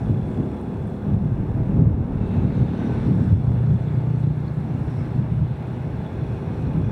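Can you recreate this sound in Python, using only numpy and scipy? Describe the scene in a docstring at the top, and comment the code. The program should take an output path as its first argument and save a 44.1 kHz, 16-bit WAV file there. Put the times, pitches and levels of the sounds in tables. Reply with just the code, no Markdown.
"""Wind buffets a muffled microphone at a motorcycle rider's helmet: noise in bands, swollen by gusts.
Below it lie tyre roar and air hiss, also noise, and the rider's single-cylinder engine: sines on its firing rate,
gated clatter and valve taps. Pulses ringing in pipes make a sidecar rig ahead, an overtaking bike and an oncoming
rig, whose gear whine is a gliding tone. Loose parts tick as decaying rings, passing traffic adds swells and sizzle,
and loud stretches pull the recorder's gain down."""
import sys
import numpy as np
from scipy import signal
from scipy.io import wavfile

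SR = 44100
rng = np.random.default_rng(int(sys.argv[2]) if len(sys.argv) > 2 else 0)


def generate_wav(sig):
    """Save sig (samples, or channels by samples) to the path in sys.argv[1] as 16-bit PCM at SR."""
    pcm = np.round(np.clip(np.atleast_2d(sig).T, -1, 1) * 32767).astype(np.int16)
    wavfile.write(sys.argv[1], SR, pcm)


N = 304731


def from_db(db):
    """Decibel law: 20 dB is a factor of ten in amplitude."""
    return 10 ** (np.asarray(db) / 20)


def rms_one(x):
    """Normalisation of the effective value to 1."""
    return x / np.sqrt(np.mean(x ** 2) + 1e-20)


def in_time(rows):
    """Linear interpolation of each column over time; the end values are held outside the rows."""
    s, *columns = np.transpose(rows)
    return [np.interp(np.arange(N) / SR, s, column) for column in columns]


def drift(rate):
    """Low-passed chance: a random curve of spread 1 that wanders about `rate` times a second."""
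    r = np.exp(-80 * np.pi * rate / SR)   # one value every 40 samples
    white = rng.standard_normal(N // 40 + 2002)
    slow = signal.lfilter([1], [1, -2 * r, r * r], white)[2000:]   # the filter has settled
    return np.interp(np.arange(N) / 40, np.arange(len(slow)), rms_one(slow))


def resonance(x, hz, width_hz):
    """Damped resonator: a two-pole band-pass with gain 1 at its top."""
    r = np.exp(-np.pi * width_hz / SR)
    zeros = np.array([1, 0, -1]) * (1 - r * r) / 2
    poles = [1, -2 * r * np.cos(2 * np.pi * hz / SR), r * r]
    return signal.lfilter(zeros, poles, x)


def double_resonance(x, hz, width_hz):
    """Cascaded resonators: the second, twice as wide, steepens the skirts of the first."""
    return resonance(resonance(x, hz, width_hz), hz, 2 * width_hz)


def banded_noise(spectrum, together_db, own_db, flicker_rate, tilt_db=lambda hz: 0):
    """Subtractive synthesis: third-octave bands of noise flicker partly together, partly each alone."""
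    hz, level_db = np.transpose(spectrum)
    edges = np.geomspace(hz[0], hz[-1], round(3 * np.log2(hz[-1] / hz[0])) + 1)
    white = rng.standard_normal((2, N))   # neighbouring bands take turns
    together = drift(flicker_rate)
    plain, out = 0, 0
    for k, (low, high) in enumerate(zip(edges, edges[1:])):
        centre = np.sqrt(low * high)
        band_pass = signal.butter(2, [low, high], "band", fs=SR, output="sos")
        band = signal.sosfilt(band_pass, white[k % 2])
        band = band * from_db(np.interp(np.log(centre), np.log(hz), level_db))
        plain = plain + band
        flicker_db = together_db * together + own_db * drift(flicker_rate)
        out = out + band * from_db(flicker_db + tilt_db(centre))
    return out / np.std(plain)   # unit level before flicker and tilt


DOPPLER_SHARE = 0.018   # largest pitch shift, up on approach and down on departure


def going_by(closest_s, half_s, steepness=1, slide=DOPPLER_SHARE):
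    """Spreading loss and Doppler shift on a straight pass: loss in dB and pitch factor."""
    along = (np.arange(N) / SR - closest_s) / half_s
    loss_db = -10 * steepness * np.log10(1 + along ** 2)
    pitch = 1 - slide * along / np.sqrt(1 + along ** 2)
    return loss_db, pitch


# Steady wind on the microphone. Each row: time in seconds, level before the tilts and gusts in dB,
# extra on the deepest part in dB, extra on the fluttering upper part in dB.
WIND_FLOW = [(0, -24.5, -2, 2.5), (.95, -33.5, 3, 3.5), (1.05, -33, 3, 2), (1.15, -25.5, 8, -1),
             (2.3, -23, 6.5, 0), (2.9, -27, 3.5, 7.5), (3.3, -21, -2.5, -6.5), (3.6, -21.5, 0, -3),
             (3.9, -28, -4, -5), (4.2, -27.5, -10, -6), (4.7, -28, -3, 1), (5.3, -26, -12, -2.5),
             (5.6, -30, -1, 0.5), (6.5, -26.5, -6, 1), (6.91, -24, 4, -0.5)]
# Gusts of wind. Each row: strongest moment in seconds, length in seconds, rise in dB, centre in Hz,
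# reach above the centre in octaves.
WIND_GUSTS = [(0.108, 0.2, 7.5, 95, 1), (.41, .1, 9.5, 220, 2.8), (.8, .14, 9, 76, 1.1),
              (1.12, .2, 13, 130, 0.78), (1.55, .14, 3.5, 100, 2), (1.83, .3, 14, 112, 1.8),
              (2.18, .1, 9, 40, 1.3), (2.42, .14, 8, 140, 1.3), (2.63, .1, 13.5, 113, 0.67),
              (3.136, .25, 12, 185, 1.1), (3.335, .08, 13.5, 95, 1), (3.5, .1, 10, 60, 1.2),
              (3.725, .14, 7.5, 88, 2.3), (3.957, .08, 7.5, 252, 1.6), (4.3, .14, 9.5, 79, 1.1),
              (5.17, .12, 7, 90, 1.2), (5.38, .12, 18, 87, 0.7), (5.85, .1, 0, 90, .9),
              (6.35, .1, 0.5, 80, 1.6), (6.724, 0.087, 4.5, 120, 1.5), (6.87, .08, 9.5, 80, 1.25)]
# Average spectrum of the wind noise. Each row: frequency in Hz, relative density in dB per Hz.
WIND_SPECTRUM = [(12, -52), (20, -26.5), (65, -5.5), (122, 0.5), (233, -8.5), (265, -9.5), (439, -26),
                 (857, -31), (1270, -55.5), (1500, -37.5), (1950, -63.5), (3300, -120)]
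GUST_ATTACK_SHARE, GUST_REACH_BELOW_OCTAVES = 0.38, 0.95


def wind():
    """Turbulence: eddies make lumpy noise; gusts swell about their own pitch and die more slowly."""
    level_db, deep_db, upper_db = in_time(WIND_FLOW)
    s, length, rise_db, centre_hz, reach = np.transpose(WIND_GUSTS)[:, :, None]
    coarse = np.arange(0, N, 64) / SR
    share = np.where(coarse < s, GUST_ATTACK_SHARE, 1 - GUST_ATTACK_SHARE)
    swell_db = rise_db * np.exp(-((coarse - s) / (share * length)) ** 2)

    def tilt_db(hz):
        """Spectral weighting: bell-shaped gusts, and shelves below 80 Hz and above 150 Hz."""
        octaves = np.log2(hz / centre_hz)
        near = np.exp(-(octaves / np.where(hz > centre_hz, reach, GUST_REACH_BELOW_OCTAVES)) ** 2 / 2)
        gusts_db = np.interp(np.arange(N) / SR, coarse, np.sum(near * swell_db, axis=0))
        deep_share = np.clip(np.log2(80 / hz), 0, 1)
        upper_share = np.clip(np.log2(hz / 150), 0, 1)
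        return gusts_db + deep_share * deep_db + upper_share * upper_db

    noise = banded_noise(WIND_SPECTRUM, together_db=1.5, own_db=1.95, flicker_rate=14.9, tilt_db=tilt_db)
    return from_db(level_db) * noise


# Tyres and air at a steady pace. Each row: time in seconds, roar before its tilt in dB, hiss in dB,
# brightness of the roar before the swells in dB per octave.
STEADY_ROAD = [(0, -44, -63.5, -1.5), (.8, -45, -66.5, -3), (1.3, -46.5, -70.5, -2.5),
               (2, -45.5, -71, -5.5), (2.5, -47.5, -76, -0.5), (3.6, -44.5, -65.5, -1.8),
               (4.4, -44.5, -66.5, -0.8), (5.5, -42.5, -68, -0.2), (6.91, -42.5, -65.5, -0.1)]
# Swells as traffic and roadside go by. Each row: closest moment in seconds, half length in seconds,
# roar before its tilt in dB, hiss in dB, upper sizzle in Hz and in dB, lower sizzle in Hz and in dB,
# share by which the upper sizzle starts high and ends low.
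PASSING_SWELLS = [(2.299, .16, -45, -70.5, 3650, -63, 2663, -59.5, .01),
                  (2.82, .22, -38.5, -63, 5950, -63.5, 3687, -60.5, .1),
                  (3.24, 0.13, -46, -60.5, 5310, -65.5, 3460, -63, 0.028),
                  (3.847, .15, -44, -76, 7730, -73.5, 1350, -59, .02),
                  (4.982, .1, -46.5, -66, 5380, -65.5, 2146, -62, 0.028),
                  (6.546, .35, -51, -71, 5670, -69.5, 2503, -61.5, 0.0015)]
# Spectrum of the tyre roar. Each row: frequency in Hz, relative density in dB per Hz.
ROAR_SPECTRUM = [(240, -23), (400, -7), (591, -8.5), (865, -9), (1130, -17), (1610, -14.5), (3080, -30),
                 (3490, -23), (5000, -45), (6500, -79.5), (11000, -120)]
# Spectrum of the hiss of air and grit. Each row: frequency in Hz, relative density in dB per Hz.
HISS_SPECTRUM = [(2350, -32), (4000, 3.5), (4720, -4.5), (5420, -6), (7070, 3), (9150, -9), (12000, -27),
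                 (15600, -46), (22000, -120)]
SWELL_TILT_SHARE = 0.33   # dB per octave gained for each dB of swell


def road():
    """Incoherent addition: every swell adds its power to tyre roar and hiss, and brightens the roar."""
    roar_db, hiss_db, bright_db = in_time(STEADY_ROAD)
    roar_power, hiss_power = from_db(2 * roar_db), from_db(2 * hiss_db)
    for s, half_s, near_roar_db, near_hiss_db, *_ in PASSING_SWELLS:
        loss_db = going_by(s, half_s, steepness=0.78)[0]
        roar_power = roar_power + from_db(2 * (near_roar_db + loss_db))
        hiss_power = hiss_power + from_db(2 * (near_hiss_db + loss_db))
    bright_db = bright_db + SWELL_TILT_SHARE * (10 * np.log10(roar_power) - roar_db)
    roar = banded_noise(ROAR_SPECTRUM, together_db=-0.05, own_db=1.2, flicker_rate=6.5,
                        tilt_db=lambda hz: bright_db * np.log2(hz / 1500))
    hiss = banded_noise(HISS_SPECTRUM, together_db=.8, own_db=1.1, flicker_rate=10)
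    return np.sqrt(roar_power) * roar + np.sqrt(hiss_power) * hiss


# Pace of the rider's own engine. Each row: time in seconds, firings per second, load in dB.
ENGINE_PACE = [(0, 34.5, 2), (.6, 35.4, 2), (1.2, 36.1, 2), (2.1, 36.7, 1), (3.8, 37.2, 0), (4.5, 35.7, -5),
               (5.2, 34.7, -3), (6.1, 36.1, 1.5), (6.91, 36.6, 1.5)]
# Its hum. Each row: multiple of the firing rate, rms level before the load in dB.
ENGINE_HUM = [(2, -43), (5, -46), (7, -48), (10, -47), (11, -46), (12, -49), (13, -52), (14, -52),
              (15, -57), (18, -55), (22, -59), (24, -55), (29, -67)]
# Covers and panels, shaken once a crank turn. Each row: resonance in Hz, width in Hz,
# rms level before the load in dB.
CASING_MODES = [(887, 100, -57.5), (1392, 50, -70.5), (1552, 46, -67.5), (2070, 32, -71), (2210, 59, -87.5),
                (2497, 130, -69.5), (5230, 290, -82.5), (7700, 300, -86)]
# Valve gear tapping on the cylinder head. 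Each row: time in seconds, rms level in dB.
VALVE_LEVEL = [(0, -66), (.2, -62), (1, -68), (1.9, -77.5), (3.5, -62), (4.5, -72), (5.8, -74.5),
               (6.28, -62.5), (6.55, -70), (6.91, -61)]
HEAD_HZ, HEAD_WIDTH_HZ = 3420, 100
ENGINE_TOP_HZ = 8000   # the engine is cut off above this


def engine_hum(cycle):
    """Fourier synthesis: steady multiples of the firing rate, each with a wavering level."""
    return sum(np.sqrt(2) * from_db(level_db + 2 * drift(3.1))
               * np.sin(order * cycle + 2 * np.pi * rng.random())
               for order, level_db in ENGINE_HUM)


def engine_clatter(cycle):
    """Forced vibration: noise gated by the crank rings the modes of the casing."""
    # two crank turns a firing, the firing turn the louder
    gate = np.exp(0.39 * np.cos(2 * cycle) + 0.3 * np.cos(cycle))
    clatter = gate * rng.standard_normal(N)
    return sum(from_db(level_db + 1.0 * drift(3.9)) * rms_one(resonance(clatter, hz, width_hz))
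               for hz, width_hz, level_db in CASING_MODES)


def valve_taps(turns):
    """Impulse response: valves seating on the cylinder head strike its resonance."""
    # one valve seats hard, the other more softly half a cycle later
    taps = sum(strength * (np.diff(np.floor(turns + late), prepend=0) > 0)
               for late, strength in ((0, 1), (.5, 0.6)))
    uneven_taps = taps * from_db(3 * rng.standard_normal(N))
    strikes = uneven_taps + .045 * rng.standard_normal(N)   # faint steady noise between the taps
    head = rms_one(double_resonance(strikes, HEAD_HZ, HEAD_WIDTH_HZ))
    return from_db(in_time(VALVE_LEVEL)[0]) * head


def own_engine():
    """Superposition: hum and clatter follow the load, valve taps keep their own level."""
    per_s, load_db = in_time(ENGINE_PACE)
    turns = np.cumsum(per_s * (1 + .001 * drift(3))) / SR   # counted in firings
    cycle = 2 * np.pi * turns
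    engine = from_db(load_db) * (engine_hum(cycle) + engine_clatter(cycle)) + valve_taps(turns)
    return signal.sosfilt(signal.butter(4, ENGINE_TOP_HZ, fs=SR, output="sos"), engine)


def exhaust(per_s, level_db, pipe, uneven_db):
    """Pulse excitation: one pressure pulse a firing, each of its own strength, rings in the pipe."""
    cycle = np.cumsum(per_s * (1 + 0.0045 * drift(5.5))) / SR
    firings = np.diff(np.floor(cycle), prepend=0) > 0
    pulses = firings * from_db(uneven_db * rng.standard_normal(N)) + 1e-18
    tone = sum(from_db(gain_db) * rms_one(double_resonance(pulses, hz, width_hz))
               for hz, width_hz, gain_db in pipe)
    return from_db(level_db) * tone


# Pace of the sidecar rig ahead. Each row: time in seconds, firings per second.
SIDECAR_PACE = [(0, 42), (.6, 41.2), (2.5, 37.7), (3.4, 37.4)]
# Its exhaust. Each row: time in seconds, level in dB.
SIDECAR_LOUDNESS = [(0, -33.5), (1.5, -31.5), (2.9, -25), (3.4, -51)]
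# Its exhaust pipe. Each row: resonance in Hz, width in Hz, relative level in dB.
SIDECAR_RESONANCES = [(200, 60, 0), (370, 60, -15)]


def sidecar_ahead():
    """Pipe resonance: the drone of the rig ahead swells, then falls away."""
    return exhaust(*in_time(SIDECAR_PACE), *in_time(SIDECAR_LOUDNESS), SIDECAR_RESONANCES, uneven_db=3.0)


# Pace of the overtaking bike. Each row: time in seconds, firings per second.
OVERTAKER_PACE = [(2.4, 29.6), (3.3, 30), (4.3, 30.2), (4.8, 29.4), (5.6, 30.8), (6.91, 31.3)]
# Its exhaust. Each row: time in seconds, level in dB.
OVERTAKER_LOUDNESS = [(2.4, -37), (2.8, -34), (3.3, -18), (3.7, -22), (4.28, -18.5), (4.42, -25),
                      (5.2, -28), (6.91, -34)]
# Its exhaust pipe. Each row: resonance in Hz, width in Hz, relative level in dB.
OVERTAKER_RESONANCES = [(130, 34, 0), (285, 45, -18)]


def overtaking_bike():
    """Pipe resonance: slower, deeper pulses, faint at first, grow loud and fade as the bike overtakes."""
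    return exhaust(*in_time(OVERTAKER_PACE), *in_time(OVERTAKER_LOUDNESS), OVERTAKER_RESONANCES,
                   uneven_db=2.1)


# Loose parts. Each row: start in seconds, level in dB, pitch in Hz.
LOOSE_PART_TICKS = [(0.213, -41.5, 3320), (2.264, -46, 3650), (2.313, -43, 3760), (2.338, -44, 3680),
                    (2.683, -39, 3410), (3.105, -47, 4400), (3.241, -51, 5670), (3.885, -39, 3420),
                    (3.95, -48, 4770), (4.007, -47, 4630), (4.109, -46, 4500), (4.16, -47, 4370),
                    (4.24, -48, 3510), (4.48, -39, 4340), (5.149, -44, 4400), (6.063, -37.5, 3430),
                    (6.669, -44.5, 4170), (6.845, -40, 3350)]
# more of them at random moments
FAINT_TICKS, FAINT_TICK_DB, FAINT_TICK_SPREAD_DB = 45, -56, 3
FAINT_TICK_LOW_HZ, FAINT_TICK_HIGH_HZ = 3300, 9500


def ticks():
    """Free vibration: each tick is a short metallic ring with a dry crack on its front."""
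    out, t = np.zeros(N + SR), np.arange(SR // 20) / SR
    pitch_range = FAINT_TICK_HIGH_HZ / FAINT_TICK_LOW_HZ
    faint = [(when * N / SR,
              FAINT_TICK_DB + FAINT_TICK_SPREAD_DB * (2 * size - 1),
              FAINT_TICK_LOW_HZ * pitch_range ** pitch)
             for when, size, pitch in rng.random((FAINT_TICKS, 3))]
    for s, level_db, hz in LOOSE_PART_TICKS + faint:
        at = round(s * SR)
        ring_decay = from_db(-60 * t / .02)   # 60 dB in 20 ms
        ring = ring_decay * (1 - np.exp(-t / .0004)) * np.sin(2 * np.pi * hz * t)
        burst = resonance(resonance(rng.standard_normal(len(t)), hz, 4000), hz, 2000)
        crack = .5 * from_db(-60 * t / .008) * burst
        out[at:at + len(t)] += from_db(level_db) * (ring + crack)
    return out[:N]


SIZZLE_STEEPNESS = 1.3   # exponent of the fall in amplitude with distance


def swell_sizzle(width_hz=330):
    """Quadrature modulation: low-passed noise on gliding tones gives each swell two sliding bands."""
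    upper_pair, lower_pair = [
        signal.sosfilt(signal.butter(2, hz, fs=SR, output="sos"), rng.standard_normal((2, N)))
        for hz in (width_hz, width_hz / 5)]
    out = 0
    for s, half_s, _, _, upper_hz, upper_db, lower_hz, lower_db, slide in PASSING_SWELLS:
        loss_db, pitch = going_by(s, half_s, SIZZLE_STEEPNESS)
        upper_hz = upper_hz * going_by(s, half_s, slide=slide)[1]
        bands = ((upper_hz, upper_db, upper_pair), (lower_hz * pitch, lower_db, lower_pair))
        for hz, level_db, pair in bands:
            cycle = 2 * np.pi * np.cumsum(hz) / SR
            band = rms_one(pair[0] * np.cos(cycle) + pair[1] * np.sin(cycle))
            out = out + from_db(level_db + loss_db) * band
    return from_db(2.1 * drift(13)) * out


WHINE_HZ, WHINE_TURN_S, WHINE_TURN_HALF_S = 1495, 3.02, .08   # pitch at the middle of its drop
WHINE_LOUDEST_S, WHINE_HALF_S, WHINE_DB, WHINE_STEEPNESS = 2.89, .15, -46, 3.4


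def gear_whine():
    """Frequency modulation: the oncoming rig's gears make a wavering tone that drops in pitch."""
    hz = WHINE_HZ * going_by(WHINE_TURN_S, WHINE_TURN_HALF_S)[1]
    level_db = WHINE_DB + going_by(WHINE_LOUDEST_S, WHINE_HALF_S, WHINE_STEEPNESS)[0]
    cycle = 2 * np.pi * np.cumsum(hz * (1 + .008 * drift(40))) / SR
    return np.sqrt(2) * from_db(level_db + 1.8 * drift(25)) * np.sin(cycle)


# Exhaust pipe of the oncoming rig. Each row: resonance in Hz, width in Hz, relative level in dB.
RIG_RESONANCES = [(107, 23, 0.5), (360, 220, -13.5)]
RIG_FIRINGS_PER_S = 40.2   # before the Doppler shift
RIG_CLOSEST_S, RIG_HALF_S, RIG_DB, RIG_STEEPNESS = 3.5, 0.22, -22.5, 6.5


def oncoming_rig():
    """Doppler effect: the exhaust pulses come faster on approach and slower on departure."""
    loss_db, pitch = going_by(RIG_CLOSEST_S, RIG_HALF_S, RIG_STEEPNESS)
    return exhaust(RIG_FIRINGS_PER_S * pitch, RIG_DB + loss_db, RIG_RESONANCES, uneven_db=0.5)


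def scene():
    """Superposition: the pressures of all sources add at the microphone, in one channel."""
    ride = wind() + road() + own_engine()
    traffic = sidecar_ahead() + overtaking_bike() + swell_sizzle() + gear_whine() + oncoming_rig()
    return (ride + ticks() + traffic)[None]


GAIN_THRESHOLD_DB, GAIN_SENSE_S = -19, 0.012
GAIN_SQUEEZE = 0.39   # dB of cut for each dB above the threshold
HELD_LEVEL_FALL_DB_PER_S = 27.5


def gain_control(x):
    """Dynamic compression: loud stretches pull the gain down quickly; it climbs back at a steady rate."""
    r = np.exp(-1 / (GAIN_SENSE_S * SR))
    level_db = 10 * np.log10(signal.lfilter([1 - r], [1, -r], x ** 2) + 1e-12)
    # a running peak on a rising ramp becomes a peak that falls steadily
    ramp_db = HELD_LEVEL_FALL_DB_PER_S * np.arange(N) / SR
    held_db = np.maximum.accumulate(level_db + ramp_db, axis=-1) - ramp_db
    cut_db = GAIN_SQUEEZE * np.maximum(held_db - GAIN_THRESHOLD_DB, 0)
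    return x * from_db(-signal.lfilter([1 - r], [1, -r], cut_db))


# The shell around the microphone lifts or cuts bands. Each row: centre in Hz, width in Hz, gain in dB.
SHELL_BANDS = [(1220, 81, 0), (1790, 710, -4.5), (2520, 160, 1), (3120, 570, -4), (3930, 400, -1),
               (4570, 730, -6.5), (6530, 2800, -7.5), (8300, 680, -4), (9330, 450, 5)]
PREAMP_NOISE_DB = -77   # level of the white noise before it is differenced
CUTOFF_HZ = 15750


def record(dry):
    """Transmission chain: shell colour, preamplifier hiss, gain control, rounded peaks, steep low-pass."""
    for hz, width_hz, gain_db in SHELL_BANDS:
        dry = dry + (from_db(gain_db) - 1) * resonance(dry, hz, width_hz)
    hiss = from_db(PREAMP_NOISE_DB) * np.diff(rng.standard_normal(N + 1))   # differencing thins it
    levelled = gain_control(dry + hiss)
    rounded = .8 * np.tanh(levelled / .8)
    return signal.sosfilt(signal.ellip(12, .5, 70, CUTOFF_HZ, fs=SR, output="sos"), rounded)


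dry = scene()
out = record(dry)
generate_wav(out)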